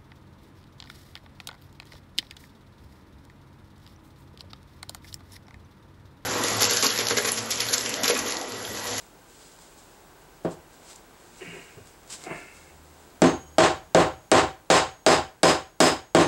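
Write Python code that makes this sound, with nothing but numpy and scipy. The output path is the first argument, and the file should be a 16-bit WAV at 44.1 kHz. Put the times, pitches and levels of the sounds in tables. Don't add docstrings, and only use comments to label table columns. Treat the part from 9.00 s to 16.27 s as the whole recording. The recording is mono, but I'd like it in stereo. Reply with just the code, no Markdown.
import sys
import numpy as np
from scipy import signal
from scipy.fft import rfft, irfft, next_fast_len
from scipy.io import wavfile
from scipy.ndimage import uniform_filter1d, minimum_filter1d, map_coordinates

SR = 44100
rng = np.random.default_rng(int(sys.argv[2]) if len(sys.argv) > 2 else 0)


def bounce(signal):
    frames = np.transpose(np.atleast_2d(signal))
    limited = np.clip(frames, -1, 1)
    pcm = np.round(limited * 32767).astype(np.int16)
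    wavfile.write(sys.argv[1], SR, pcm)


def volts_from_decibels(level):
    exponent = np.asarray(level, float) / 20
    return 10 ** exponent


N = 320607


def unit(x):
    return x / np.sqrt(np.mean(x ** 2) + 1e-20)


def along(points, hz):
    f, v = np.transpose(points)
    return np.interp(np.log(hz + 1), np.log(f + 1), v)


def curves(rows):
    s, *cols = np.transpose(rows)
    return [np.interp(np.arange(N) / SR, s, c) for c in cols]


def inside(rows):
    t = np.arange(N) / SR
    return np.clip(np.minimum(t - rows[0][0], rows[-1][0] - t) / 0.0077, 0, 1)


def wobble(rate, count=N):
    knots = rng.standard_normal(int(count * rate / SR) + 4)
    return map_coordinates(knots, [np.arange(count) * rate / SR])


def filtered(x, response):
    m = next_fast_len(x.shape[-1] + SR // 4)
    return irfft(rfft(x, m) * response(np.fft.rfftfreq(m, 1 / SR)), m)[..., :x.shape[-1]]


def resonances(peaks):
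    def mode(f, k, centre, width, db):
        return (-1) ** k * volts_from_decibels(db) * 1j * f * width / (centre * centre - f * f + 1j * f * width)
    return lambda f: sum(mode(f, k, *peak) for k, peak in enumerate(peaks))


def spread(pair, width):
    side = filtered(pair[1], lambda hz: volts_from_decibels(along(width, hz)))
    return np.array([pair[0] + side, pair[0] - side])


def swells(rows, t):
    power = 0
    for s, db, rise_s, fall_s in rows:
        lapse = np.where(t < s, (s - t) / rise_s, (t - s) / fall_s)
        power = power + volts_from_decibels(2 * (db - 10 * lapse))
    return np.sqrt(power)


def grit(per_second, spread_db, count):
    draw = rng.random((2, 2, count))
    grains = (draw[0] < per_second / SR) * volts_from_decibels(-spread_db * np.log(draw[1] + 1e-3))
    return unit(grains * rng.standard_normal((2, count))) + 2.1 * rng.standard_normal((2, count))


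def blows_so_far():
    t = np.arange(N) / SR
    return sum(1 - np.exp(-np.maximum(t - row[0], 0) / 0.15) for row in BLOWS)


# (f/Hz, level/dB per Hz)
MURMUR = [(12, -33), (24, -4), (40, 3), (103, -7.5), (164, -3.5), (205, -8.5), (320, -3), (594, -8),
          (906, -6.5), (1160, -11.5), (1580, -12.5), (1720, -15.5), (4000, -23), (5200, -28), (8800, -120)]
# (f/Hz, level/dB per Hz)
HISS = [(1180, -36), (2000, -10), (5690, -1.5), (7610, 0.5), (8810, -3), (14000, -6.5), (15000, -8),
        (15500, -7.5)]
# (t/s, f/Hz, level/dB)
DRONE = [(2.85, 79, -64), (3.1, 80, -68), (3.45, 77, -66), (3.85, 77.3, -57), (4.15, 77, -68),
         (4.4, 76.5, -53), (4.58, 76.5, -55), (4.9, 76.5, -62)]
# (f/Hz, level/dB)
TONES = [(37.7, -65), (1545, -78), (1572, -77), (7890, -83), (15735, -73), (15748, -79)]
# (f/Hz, side minus mid level/dB)
AIR_WIDTH = [(40, -5), (110, -7), (380, -14), (1200, -18), (1900, -20), (4500, -23), (5200, -11.5),
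             (8800, -11.5), (10000, -32)]
MURMUR_DB, HISS_DB, HUM_DB, HISS_TOP_HZ = -53.5, -62, 5.5, 15850
QUIET_DB_PER_BLOW, SINK_DB_PER_BLOW = -.2, -.7


def background():
    landed = blows_so_far()
    murmur, hiss = (unit(filtered(rng.standard_normal((2, N)), lambda hz: volts_from_decibels(along(colour, hz))))
                    for colour in (MURMUR, HISS))
    murmur = volts_from_decibels(MURMUR_DB + QUIET_DB_PER_BLOW * landed + 0.47 * wobble(3.37)) * murmur
    air = murmur + volts_from_decibels(HISS_DB) * filtered(hiss, lambda hz: hz < HISS_TOP_HZ)
    motor_hz, motor_db = curves(DRONE)
    turn = 2 * np.pi * np.cumsum(motor_hz) / SR
    motor = inside(DRONE) * volts_from_decibels(motor_db + 5.0 + 1.3 * wobble(2.7)) * (np.sin(turn) + 0.29 * np.sin(2 * turn))
    t = np.arange(N) / SR
    hums = sum(volts_from_decibels(db + HUM_DB + .8 * wobble(7.2)) * np.sin(2 * np.pi * hz * t) for hz, db in TONES)
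    return motor + volts_from_decibels(SINK_DB_PER_BLOW * landed) * (spread(air, AIR_WIDTH) + hums)


# (peak t/s, level/dB, rise t/s, fall t/s per 10 dB)
STROKES = [(.01, -55, .05, .07), (.3, -58, .022, .2), (.43, -54, .15, .22), (.615, -55.5, .03, .2),
           (.782, -54, .014, .07), (.91, -61, .07, .2), (1.22, -63, .02, .035), (1.37, -60, .035, .012),
           (1.45, -55, .013, .011), (1.52, -49.5, .022, .03), (1.735, -60, .03, .11), (1.91, -47, .07, .05),
           (1.963, -55, .006, .03), (2.26, -60, .08, .2), (2.375, -54, .012, .3), (2.55, -55, .3, .3),
           (2.89, -58, .07, .08), (3.104, -40, .005, .05), (3.13, -36.5, .022, .037),
           (3.24, -47, .07, .045), (3.36, -51.5, .07, .17), (3.56, -54, .05, .17), (4.0, -62, .25, .35)]
# (f/Hz, level/dB per Hz)
SKIN = [(1200, -10), (2500, -10.5), (3800, -5.5), (5600, -7.5), (6800, -4.5), (7700, -0.5), (8600, -6.5),
        (11000, -18.5), (16000, -32)]
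# (t/s, peak level/dB)
TICKS = [
    (.785, -45),
    (1.9584, -36),
    (1.9612, -32),
    (3.033, -44),
    (3.077, -40),
]


def hands():
    until = round(BLOWS[1][0] * SR)
    cloth = lambda hz: volts_from_decibels(along(SKIN, hz) + 3.5 * np.exp(-((hz - 5000) / 160) ** 2))
    grain = filtered(grit(per_second=2500, spread_db=3.5, count=until), cloth)
    brush = swells(STROKES, np.arange(until) / SR) * volts_from_decibels(0.75 * wobble(40, count=until)) * unit(grain)
    hits = np.zeros(N)
    for s, peak_db in TICKS:
        hits[round(s * SR)] = volts_from_decibels(peak_db + 17)
    ticks = filtered(hits, resonances([(7400, 1100, 3.5), (4500, 1000, -7), (10800, 1800, -23)]))
    return np.pad(spread(brush, AIR_WIDTH), ((0, 0), (0, N - until))) + ticks


# (f/Hz, t60/s)
ROOM = [(60, 0.52), (150, 0.22), (500, 0.27), (1500, 0.31), (4000, 0.29), (8000, 0.27), (11000, .23),
        (15000, 0.29)]


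def tail(colour, build_s):
    hz, t, z = signal.stft(filtered(rng.standard_normal((2, SR * 3 // 5)), colour), SR, nperseg=256)
    decay = volts_from_decibels(-60 * t / along(ROOM, hz)[:, None])
    answer = signal.istft(z * decay, SR, nperseg=256)[1]
    answer = answer * (1 - np.exp(-np.arange(answer.shape[1]) / SR / build_s))
    return answer / np.sqrt(np.mean(answer[0, :SR // 50] ** 2))


# (f/Hz, level/dB, t60/s)
WOOD = [(74, -13, .4), (135, -11, .27), (168, -1, .27), (256, -2, .25), (311, -4, .27), (348, -1, .28),
        (401, -2, .28), (463, -6, .27), (525, 1, .28), (596, -4, .26), (636, 2, .27), (690, 4, .13),
        (800, 2, .12), (765, 0, .28), (831, -3, .26), (896, -5, .26), (940, -7, .26), (1025, -5, .27),
        (1052, -5, .27), (1118, -8, .27), (1245, -9, .26), (1380, -9, .25), (1600, -12, .2),
        (2060, -11, .23), (3200, -17, .2), (4672, -17, .22)]


def wood_modes(t, blur_hz):
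    hz, db, t60 = np.transpose(WOOD)[..., None]
    knots = rng.standard_normal((2, 2 * len(WOOD), int(t[-1] * 60) + 3))
    drift = [[np.interp(t * blur_hz, np.arange(len(row)), row) for row in part] for part in knots]
    waver = (0.38 + np.array(drift[0]) + 1j * np.array(drift[1])).reshape(2, len(WOOD), -1)
    waver = waver / np.sqrt(np.mean(np.abs(waver[..., :SR // 8]) ** 2, -1, keepdims=True))
    ring = np.imag(waver * np.exp(2j * np.pi * hz * t))
    return volts_from_decibels(db - 60 * t / t60) * ring * (1 - np.exp(-t / 0.002))


# (t/s, peak level/dB, hardness/dB per octave, thump level/dB, thump f/Hz)
KNOCKS = [
    (1.447, -18.5, -5.2, 4, 320),
    (2.474, -49, -7.5, 19, 140),
    (2.769, -44.5, -5.5, 21, 99),
]
# (t/s, strength level/dB, hardness/dB per octave, crack level/dB, topmost sizzle level/dB)
BLOWS = [
    (4.219, -14, 0.1, 4.2, -2),
    (4.583, -6.5, 1.52, 0.2, -9),
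    (4.9476, -7.5, -0.52, 3, 4),
    (5.316, -5.5, 1.1, 10, -5),
    (5.701, -6.5, 2.6, -6, -7),
    (6.064, -6.5, 1.8, 9, -1.5),
    (6.432, -7.5, 2.28, 11, 0),
    (6.803, -7.5, 2.5, 6, 5),
    (7.148, -7.5, 0.54, -2, 0.2),
]
# (f/Hz, level/dB per Hz)
BLOW = [(26, -51), (45, -19), (75, -11.5), (194, -4.5), (394, 0), (516, -2.5), (597, -4), (762, -2.5),
        (2400, -16.5), (3290, -17.5), (4100, -20), (4980, -23), (5770, -25.5), (7540, -22), (15300, -57)]
# (f/Hz, side minus mid level/dB)
WIDTH = [(40, -4), (200, -18.5), (700, -18.5), (1300, -14.5), (2200, -22), (3500, -25), (4500, -30),
         (5000, -9.5), (8600, -13), (9600, -28), (15000, -26)]
LOOSE_DB, LOOSE_LEFT, SEATED_DB, SEATING_DB_PER_BLOW = 13, .25, -2.5, .85


def strikes():
    colour = lambda hz: volts_from_decibels(along(BLOW, hz) - 18 * np.exp(-((hz - 205) / 25) ** 2))
    same, out = tail(colour, build_s=0.0017), np.zeros((2, N + SR))
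    t = np.arange(same.shape[1]) / SR
    modes = wood_modes(t, blur_hz=30.6)
    events = [(s, db - 14, hard_db, thump_db, -12, -4, hz) for s, db, hard_db, thump_db, hz in KNOCKS]
    for k, (s, db, hard_db, crack_db, top_db) in enumerate(BLOWS):
        thump_db = LOOSE_DB * LOOSE_LEFT ** k + SEATED_DB + SEATING_DB_PER_BLOW * k
        events.append((s, db, hard_db, thump_db, crack_db, top_db, 250))
    for s, db, hard_db, thump_db, crack_db, top_db, thump_hz in events:
        wood = volts_from_decibels(rng.normal(0, 2.76, len(WOOD))) @ modes
        ring = .5 * same + 0.21 * tail(colour, build_s=0.0026) + 0.27 * wood
        tilt = lambda f: hard_db * np.log2((f + 300) / 1000)
        thump = lambda f: thump_db * np.exp(-np.log2((f + 1) / thump_hz) ** 2 / 0.72)
        top = lambda f: top_db / (1 + (11000 / (f + 1)) ** 6)
        ring = filtered(ring, lambda f: volts_from_decibels(tilt(f) + thump(f) + top(f))) * (t > 0)
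        snap = rng.standard_normal(ring.shape) * volts_from_decibels(-60 * t / 0.0071)
        face = resonances([(8020, 840, -1.0), (4570, 2100, -12.5), (11800, 1700, -27), (2470, 1360, -7.5)])
        crack = filtered(snap, face)
        out[:, round(s * SR):][:, :len(t)] += volts_from_decibels(db + 7) * (ring + volts_from_decibels(crack_db - 1) * crack)
    return spread(out[:, :N], WIDTH)


# (peak t/s, level/dB, rise t/s, fall t/s per 10 dB)
SLIDES = [
    [(2.411, -44, .002, .15), (2.5, -44.5, .07, .17)],
    [(3.268, -45, .004, .06), (3.318, -39.5, .05, .14), (3.7, -59, .15, .04)],
]
# (peak t/s, level/dB, rise t/s, fall t/s per 10 dB)
JOLTS = [
    [(2.425, -43, .01, .085), (2.565, -43, .07, .05), (2.778, -50, .016, .04)],
    [(3.27, -40, .006, .07), (3.318, -35.5, .05, .068), (3.73, -56, .04, .012)],
]
# (f/Hz, width/Hz, level/dB)
DRAG_HISS = [
    [(1360, 95, 2), (1620, 250, 4), (1920, 150, 5.5), (2270, 270, 6), (2490, 290, 6.5), (2760, 240, 6.5)],
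    [(1414, 100, 3.5), (1780, 330, 3.5), (2130, 300, 5), (2626, 200, 4.5), (2860, 200, -23)],
]
# (f/Hz, width/Hz, level/dB)
DRAG_BODY = [
    [(165, 58, -3), (280, 55, -0.5), (390, 110, -0.5), (690, 99, -5), (970, 190, -6.5)],
    [(168, 63, -1.5), (355, 190, 1), (698, 170, 0.5), (837, 160, -3), (960, 110, -3.5), (1120, 76, -4)],
]


def dragging():
    out = np.zeros((2, N))
    for slides, jolts, surface, bench in zip(SLIDES, JOLTS, DRAG_HISS, DRAG_BODY):
        first = round(slides[0][0] * SR) - SR // 5
        t = (first + np.arange(SR)) / SR
        slips = grit(per_second=500, spread_db=1.5, count=SR) * volts_from_decibels(1.2 * wobble(70, count=SR))
        edge = lambda f: 1 / (1 + (f / 3200) ** 12)
        hiss, body = 0, 0
        for mode in surface:
            ring = filtered(slips, lambda f: resonances([mode])(f) ** 2 * edge(f))
            hiss = hiss + volts_from_decibels(wobble(30, count=SR)) * ring
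        for mode in bench:
            ring = filtered(slips, lambda f: resonances([mode])(f) ** 2)
            body = body + volts_from_decibels(2.2 * wobble(25, count=SR)) * ring
        out[:, first:first + SR] += swells(slides, t) * unit(hiss) + swells(jolts, t) * unit(body)
    return spread(out, WIDTH)


RING_HZ, TWIN_HZ, FILE_HZ, RULE_HZ, CLAMP_HZ, PIN_HZ = 6648, 6632, 6368, 3074, 9680, 8700
# (t/s, f/Hz, level/dB, t60/s)
STEEL = [(3.3, PIN_HZ, -52, .4), (4.27, RING_HZ, -44, 0.7), (4.271, TWIN_HZ, -45, 1),
         (4.25, FILE_HZ, -31.5, 0.3), (4.3, RULE_HZ, -60, 1.5), (4.6, RING_HZ, -56, 1.2),
         (4.96, TWIN_HZ, -54.5, 1.5), (5.83, TWIN_HZ, -50.5, 0.92), (6.101, TWIN_HZ, -59, 0.9),
         (6.46, TWIN_HZ, -50, 0.96), (6.829, TWIN_HZ, -54, 1.8), (7.16, FILE_HZ, -38, 1.8),
         (7.16, CLAMP_HZ, -43, .8)]
# (t/s, level/dB)
BUZZ = [
    (4.95, -43),
    (5.32, -35),
    (5.703, -21),
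    (6.066, -16.5),
    (6.434, -15.5),
    (6.806, -13.5),
    (7.15, -31),
]


def steel():
    out, t = np.zeros(N + SR), np.arange(SR * 3 // 4) / SR
    for s, hz, db, t60 in STEEL:
        note = volts_from_decibels(db - 60 * t / t60) * (1 - np.exp(-t / .012)) * np.sin(2 * np.pi * hz * t)
        out[round(s * SR):][:len(t)] += note
    blade = resonances([(5100, 260, 0), (4850, 260, -5)])
    for s, db in BUZZ:
        buzz = unit(filtered(rng.standard_normal(len(t)), lambda f: blade(f) ** 2))
        out[round(s * SR):][:len(t)] += volts_from_decibels(db - 60 * t / .27) * buzz
    return out[:N] * volts_from_decibels([[1.2], [-1.2]])


def scene():
    return background() + hands() + strikes() + dragging() + steel()


def band_limit(x):
    return signal.sosfilt(signal.butter(12, 16640, fs=SR, output="sos"), x)


def record(dry):
    ceiling, top, hold, ease = .52, .7, round(0.0066 * SR), round(0.00074 * SR)
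    need = np.log(ceiling / np.maximum(np.abs(dry).max(0), ceiling))
    held = minimum_filter1d(need, hold, origin=(hold - 1) // 2)
    limited = dry * np.exp(uniform_filter1d(held, ease))
    rounded = limited / (1 + (limited / top) ** 6) ** (1 / 6)
    band = lambda hz: (1j * hz / (38 + 1j * hz)) ** 2 * (hz < 16300)
    mix = filtered(rounded, band)
    return band_limit(mix)


dry = scene()
out = record(dry)
bounce(out)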